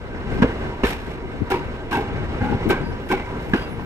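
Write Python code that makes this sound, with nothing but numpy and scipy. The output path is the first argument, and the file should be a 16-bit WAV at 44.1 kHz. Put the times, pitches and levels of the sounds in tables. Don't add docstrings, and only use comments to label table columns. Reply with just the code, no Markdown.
import sys
import numpy as np
from scipy import signal
from scipy.fft import rfft, irfft, next_fast_len
from scipy.io import wavfile

SR = 44100
rng = np.random.default_rng(int(sys.argv[2]) if len(sys.argv) > 2 else 0)


def transcribe(u):
    v = np.clip(np.atleast_2d(u).T, -1, 1)
    q = np.round(v * 32767).astype(np.int16)
    wavfile.write(sys.argv[1], SR, q)


def volts_from_db(level):
    exponent = np.asarray(level, float) / 20
    return 10 ** exponent


N = 169785

# (time [s], level [dB], treble against the usual colour [dB])
ROLLING_LOAD = [(0.0, -43, -9.5), (0.15, -38, -13.5), (0.35, -34, -9.5), (0.78, -36, -12), (1.03, -40, -12),
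                (1.95, -38, -10), (2.09, -35, -15), (2.39, -35, -12), (2.58, -34.5, -15), (2.7, -33, -8.5),
                (2.92, -37, -14), (3.13, -40.5, -7), (3.32, -36.5, -10), (3.85, -38, -10)]
# (frequency [Hz], level per Hz [dB])
ROLLING_SPECTRUM = [(25, 4), (60, 4), (240, -5), (450, -3.5), (620, -13), (1700, -22), (4500, -40),
                    (13000, -45)]
# (frequency [Hz], rolling level [dB], near joint level [dB], far joint level [dB])
MODES = [(248.5, -1, -11.5, -4), (297, -1.5, -3, -6), (372, 2.5, -6.5, 5.5), (474, -17, 13.5, -6),
         (816, -6, -28, 0.5), (947, -4, -63, 2.5), (1450, -19, -8, 5), (1555, -2.5, -8, -2),
         (1679, -51, -3.5, -49), (2062, -7, -28, -4), (2235, -8.5, -23, 0), (2850, -11, -7.5, -19),
         (3320, -20, -36, -23), (4300, -40, -47, -36)]
# (time [s], level [dB], contact length [s], tilt [dB per octave])
NEAR_BLOWS = [
    (0.421, -22, 0.0026, 3),
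    (0.834, -22, 0.002, 5),
    (3.533, -25.5, 0.0019, 8.5),
]
# (time [s], level [dB], contact length [s], tilt [dB per octave])
FAR_BLOWS = [
    (1.5, -22.5, 0.04, -6.5),
    (1.912, -23, 0.058, -3.5),
    (2.405, -26, 0.11, -5.5),
    (2.69, -23, 0.027, -1),
    (3.095, -22, 0.048, -7),
]
# (time [s], frequency [Hz], peak level [dB], hold [s])
KNOCKS_ON_MODES = [(.401, 226, -15, .004), (.421, 216, -2.5, 0.006), (.424, 1598, -16.5, 0.0079),
                   (.432, 483, -11, 0.015), (.438, 251.6, -9, 0.0091), (.454, 450, -19, 0.01),
                   (.835, 363, -8.5, 0.0069), (.836, 780, -44, 0.0029), (.838, 237, -7.5, 0.0025),
                   (.846, 407, -23, 0.018), (.853, 1730, -31, 0.0034), (.862, 1500, -25, .006),
                   (.876, 1610, -24, .003), (1.502, 800, -22, 0.021), (1.508, 1410, -23, 0.0054),
                   (1.514, 340, -16.5, 0.002), (1.521, 1630, -21, 0.0027), (1.522, 360, -14, 0.0055),
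                   (1.535, 370, -22, 0.0099), (1.54, 940, -21, 0.0078), (1.552, 970, -29, 0.006),
                   (1.553, 412, -27, 0.011), (1.918, 1020, -19, 0.0022), (1.928, 1600, -24, 0.012),
                   (1.93, 256, -21, 0.0043), (1.948, 924, -16.5, 0.0076), (1.976, 380, -19, 0.0071),
                   (1.995, 430, -26, 0.027), (2.408, 103, -16, 0.021), (2.43, 740, -26.5, 0.0038),
                   (2.455, 303, -27, 0.0045), (2.487, 850, -25.5, 0.0059), (2.515, 382, -28, 0.0076),
                   (2.524, 880, -22.5, .005), (2.545, 155, -15, 0.011), (2.654, 380, -18, 0.0065),
                   (2.699, 414, -12, .004), (2.704, 780, -19.5, 0.0058), (2.708, 324, -10.5, 0.0066),
                   (2.727, 1043, -26, 0.019), (2.728, 336, -13, 0.006), (3.095, 1553, -28, 0.013),
                   (3.102, 343, -21.5, 0.0085), (3.113, 984, -18, 0.0062), (3.117, 305, -17, 0.012),
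                   (3.128, 788, -17.5, 0.0091), (3.535, 240, -5.5, 0.0034), (3.534, 1626, -11.5, 0.0031),
                   (3.538, 185, -17.5, 0.0125), (3.546, 308, -13.5, .012)]
# (time [s], frequency [Hz], level [dB], hold [s])
SINGING_MODES = [(.836, 1770, -30, .012), (.84, 3600, -38, .015), (1.5, 800, -29, .025),
                 (1.515, 2290, -37, .015), (1.53, 4820, -55, .06), (1.924, 960, -28, .035),
                 (1.922, 1565, -32, .03), (1.925, 2650, -42, .04), (2.7, 2330, -34, .01),
                 (2.74, 1565, -39, .02), (2.83, 4850, -52, .06), (3.1, 1565, -31, .03),
                 (3.11, 2280, -37, .012), (3.15, 2050, -46, .09), (3.27, 975, -41, .09),
                 (3.56, 1560, -40, .04), (3.545, 4810, -54, .085), (3.605, 3300, -49, .025),
                 (3.64, 2700, -51, .04), (3.61, 4810, -51, .02)]
# (time [s], level [dB], hold [s], T60 [s], tilt [dB per octave])
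FLANGE_CRACKS = [(0.315, -44, .05, .1, 1.5), (2.404, -42, 0.13, 0.3, 0.5), (3.4, -52, 0.15, .1, 5),
                 (0.419, -22.5, 0.01, 0.13, -2), (0.833, -22.5, 0.0084, 0.059, -0.5),
                 (0.848, -31.5, 0.06, 0.23, 4), (0.923, -45, 0.21, 0.34, 2), (1.5, -33.5, 0.004, 0.11, 6),
                 (1.505, -32, 0.018, 0.53, 1), (1.909, -32, 0.018, 0.57, 2.5),
                 (2.688, -48.5, 0.0088, 0.056, 10.5), (2.7, -24, 0.0085, 0.2, 1),
                 (3.086, -42, 0.029, 0.18, 5.5), (3.105, -31, 0.01, 0.58, 0),
                 (3.534, -22.5, 0.0081, 0.081, -1.5), (3.56, -40.5, 0.027, 0.56, 2),
                 (3.792, -41, 0.0027, 0.036, -7)]
# (frequency [Hz], level per Hz [dB])
CRACK_SPECTRUM = [(600, 13.5), (900, -0.5), (1600, -7), (2300, -5.5), (4200, -20.5), (8000, -35),
                  (13000, -34)]
# (time [s], level [dB])
TREBLE_TICKS = [
    (1.5, -53),
    (2.687, -40),
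    (3.53, -62),
]
# (time [s], frequency of its third partial [Hz], level [dB])
CONVERTER_WHINE = [(2.3, 15320, -77), (2.37, 15320, -78), (2.388, 15320, -90), (2.418, 15320, -74),
                   (2.454, 15318, -86), (2.48, 15318, -74), (2.66, 15315, -77), (2.69, 15315, -130),
                   (2.835, 15310, -130), (2.86, 15310, -72), (3.07, 15305, -68), (3.136, 15300, -84),
                   (3.162, 15300, -76), (3.4, 15290, -79), (3.488, 15275, -71), (3.56, 15265, -76),
                   (3.6, 15258, -68), (3.85, 15240, -67)]
# (time [s], level [dB], length [s], cutoff [Hz])
WIND_GUSTS = [(0.259, -29, 0.063, 196), (0.322, -24.5, 0.12, 263), (0.608, -36.5, 0.069, 197),
              (1.069, -30.5, 0.013, 248), (1.212, -38, 0.071, 152), (1.33, -31, 0.017, 246),
              (1.402, -18.5, 0.02, 279), (1.6, -36, 0.059, 205), (2.103, -30, 0.19, 187),
              (2.408, -25.5, 0.051, 259), (2.49, -21.5, 0.045, 324), (2.657, -19, 0.037, 364),
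              (2.798, -28.5, 0.14, 306), (3.456, -32.5, 0.054, 195), (3.655, -33.5, 0.22, 203)]

WHEEL_T60_S = 0.1
NEAR_LAG_S, FAR_LAG_S, TRAIN_LAG_S = 0.00014, 0.000073, 0.00014


def rms_one(x):
    return x / np.sqrt(np.mean(x ** 2) + 1e-20)


def in_time(rows):
    s, *columns = np.transpose(rows)
    return [np.interp(np.arange(N) / SR, s, c) for c in columns]


def at_hz(points, hz):
    table_hz, db = np.transpose(points)
    return np.interp(np.log(hz), np.log(table_hz), db)


def drift(rate):
    every = 40
    r = np.exp(-2 * np.pi * rate * every / SR)
    white = rng.standard_normal(N // every + 2002)
    slow = signal.lfilter([1], [1, -2 * r, r * r], white)[2000:]
    return np.interp(np.arange(N) / every, np.arange(len(slow)), rms_one(slow))


def bandpass(x, order, low, high):
    return signal.sosfilt(signal.butter(order, [low, high], "band", fs=SR, output="sos"), x)


def highpass(x, order, hz):
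    return signal.sosfilt(signal.butter(order, hz, "high", fs=SR, output="sos"), x)


def ring(force, hz, t60):
    r, w = volts_from_db(-60 / (t60 * SR)), 2 * np.pi * hz / SR
    return signal.lfilter([0, np.sin(w)], [1, -2 * r * np.cos(w), r * r], force + 1e-18)


def pair(force, hz, t60):
    return ring(force, hz, t60) + 0.5 * ring(force, hz * 1.02, t60)


def shape(s, rise, hold, t60, size=N):
    out, start = np.zeros(size), int(s * SR)
    t = np.arange(min(size - start, int((rise + hold + 1.5 * t60) * SR))) / SR
    decay = volts_from_db(-60 * np.clip((t - rise - hold) / t60, 0, 2))
    out[start:start + len(t)] = np.clip(t / rise, 0, 1) * decay
    return out


def bands(white, gain_at):
    edges = 22 * 2 ** np.arange(0, 9.6, 0.5)
    out = 0
    for k, (low, high) in enumerate(zip(edges, edges[1:])):
        out = out + gain_at(np.sqrt(low * high)) * bandpass(white[k % 2], 2, low, high)
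    return out


def ports(x, lag_s):
    size = next_fast_len(N + 64)
    hz = np.arange(size // 2 + 1) / size * SR
    late = irfft(rfft(x, size) * np.exp(-2j * np.pi * hz * lag_s), size)[:N]
    return np.array([late, x])


def scattered(noise, db):
    return volts_from_db(db) * highpass(noise, 2, 800)


def rolling():
    load_db, treble_db = in_time(ROLLING_LOAD)
    swing, together = load_db - load_db.mean(), drift(15.0)

    def gain(hz):
        treble = treble_db * np.clip(np.log2(hz / 4300), 0, 1)
        flutter = 1.2 * together + 1.33 * drift(26.6)
        return volts_from_db(at_hz(ROLLING_SPECTRUM, hz) + swing + treble + flutter)

    roar = bands(rng.standard_normal((2, 3, N)), gain)
    roar = roar / np.std(roar[0])
    rough = rng.standard_normal(N)
    rung = sum(volts_from_db(db + 2 * drift(6.8)) * rms_one(pair(rough, hz, WHEEL_T60_S)) for hz, db, *_ in MODES)
    direct = roar[0] + volts_from_db(swing - 6) * rms_one(rung)
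    return volts_from_db(load_db.mean() + 7.5) * (ports(direct, TRAIN_LAG_S) + scattered(roar[1:], 4))


def joint(blows, column, rise, blow, damp, scatter_db):
    touches_per_s, shake_t60_s, contact_hz = 1100, 0.36, 3500
    out = np.zeros(N)
    for s, db, hold, tilt_db in blows:
        start, n = int(s * SR), SR // 3
        chance, size, sign = rng.random((3, n))
        strengths = rng.normal(0, 1, len(MODES))
        touches = (chance < touches_per_s / SR) * (0.12 + size) * np.sign(sign - 0.5)
        touches = touches * shape(0, rise, hold, shake_t60_s, n)
        touches[int(rise * SR)] = blow
        touches = signal.sosfilt(signal.butter(2, contact_hz, fs=SR, output="sos"), touches)
        body = 0
        for (hz, *levels_db), strength in zip(MODES, strengths):
            mode_db = levels_db[column] + tilt_db * np.log2(hz / 300) + scatter_db * strength
            body = body + volts_from_db(mode_db) * pair(touches, hz, damp * WHEEL_T60_S)
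        loud_part = body[:int((rise + hold + 0.015) * SR)]
        out[start:start + n] += (volts_from_db(db) * body / np.std(loud_part))[:N - start]
    return out


def thump():
    force = np.zeros(N)
    for s, db, *_ in NEAR_BLOWS:
        force[int((s + 0.004) * SR)] = volts_from_db(db + 8.5)
    return ring(force, 59, 0.164)


def knocks():
    t = np.arange(N) / SR
    waver = 0.12 * np.array([drift(60) for _ in range(5)])
    out = 0
    for k, (s, hz, db, hold) in enumerate(KNOCKS_ON_MODES):
        tone = np.sin(2 * np.pi * (hz * (t - s) + waver[k % 5]))
        out = out + volts_from_db(db) * tone * shape(s, 0.0013, hold, 0.022)
    return out


def singing():
    t = np.arange(N) / SR
    out = 0
    for s, hz, db, hold in SINGING_MODES:
        level = volts_from_db(db + 3 + 3 * drift(60))
        tone = np.sin(2 * np.pi * (hz * t + 0.1 * drift(70)))
        out = out + level * tone * shape(s, 0.005, hold, 0.14)
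    return out


def cracks():
    def gain(hz):
        if hz <= 600:
            return 0
        total = 0
        for s, db, hold, t60, tilt_db in FLANGE_CRACKS:
            level = volts_from_db(db + tilt_db * np.log2(hz / 1500))
            total = total + level * shape(s, 0.0033, hold, t60 * (hz / 1500) ** -0.2)
        return volts_from_db(at_hz(CRACK_SPECTRUM, hz)) * total

    grit = volts_from_db(2.5 * drift(90))
    noise = 3.62 * grit * bands(rng.standard_normal((2, 3, N)), gain)
    return ports(noise[0], TRAIN_LAG_S) + scattered(noise[1:], 3.4)


def ticks():
    noise = bandpass(rng.standard_normal((2, N)), 4, 9000, 15700)
    return noise * sum(volts_from_db(db) * shape(s, 0.002, 0.006, 0.03) for s, db in TREBLE_TICKS)


def converter():
    start_s = 2.29
    third_hz, db = in_time(CONVERTER_WHINE)
    turn = 2 * np.pi * np.cumsum((third_hz + 8 * drift(15)) / 3) / SR
    tone = volts_from_db(3 * drift(14)) * np.sin(3 * turn)
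    tone = tone + volts_from_db(-5 + 5 * drift(8)) * np.sin(2 * turn) + volts_from_db(-8) * np.sin(turn)
    fade_in = np.clip((np.arange(N) / SR - start_s) / 0.02, 0, 1)
    return np.sqrt(2) * volts_from_db(db) * fade_in * tone


def wind():
    gusts = 0
    for s, db, length, cut_hz in WIND_GUSTS:
        noise = bandpass(rng.standard_normal((2, N)), 3, 70, cut_hz)
        during = noise[:, int(s * SR):int((s + length + 0.01) * SR)]
        noise = noise / np.std(during, axis=1, keepdims=True)
        gusts = gusts + volts_from_db(db) * noise * shape(s, 0.012, length, 0.033)
    breeze = bandpass(rng.standard_normal((2, N)), 2, 25, 85)
    gusts = gusts + 0.4 * gusts[0]
    gusts = gusts * volts_from_db(2 * drift(87)) * volts_from_db([[0], [-14]])
    return gusts + volts_from_db(-38 + 2 * drift(1.7)) * rms_one(breeze) * volts_from_db([[0], [-4]])


def scene():
    near = joint(NEAR_BLOWS, 1, rise=0.0032, blow=4.0, damp=0.99, scatter_db=-3.5)
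    near = ports(near + thump() + knocks(), NEAR_LAG_S)
    far = joint(FAR_BLOWS, 2, rise=0.007, blow=1.2, damp=0.56, scatter_db=8.5)
    far = ports(far + singing(), FAR_LAG_S)
    top_limit = signal.cheby2(14, 50, 14000, fs=SR, output="sos")
    train = signal.sosfilt(top_limit, rolling() + near + far + cracks())
    train = train + converter() + ticks()
    treble = highpass(train, 1, 1480)
    return train + treble * (volts_from_db([[-0.8], [0.8]]) - 1) + wind()


def top_cut(x):
    return signal.sosfilt(signal.butter(12, 15830, fs=SR, output="sos"), x)


def record(dry):
    mix = 1.092 * np.tanh(dry / 1.161)
    return top_cut(mix)


dry = scene()
out = record(dry)
transcribe(out)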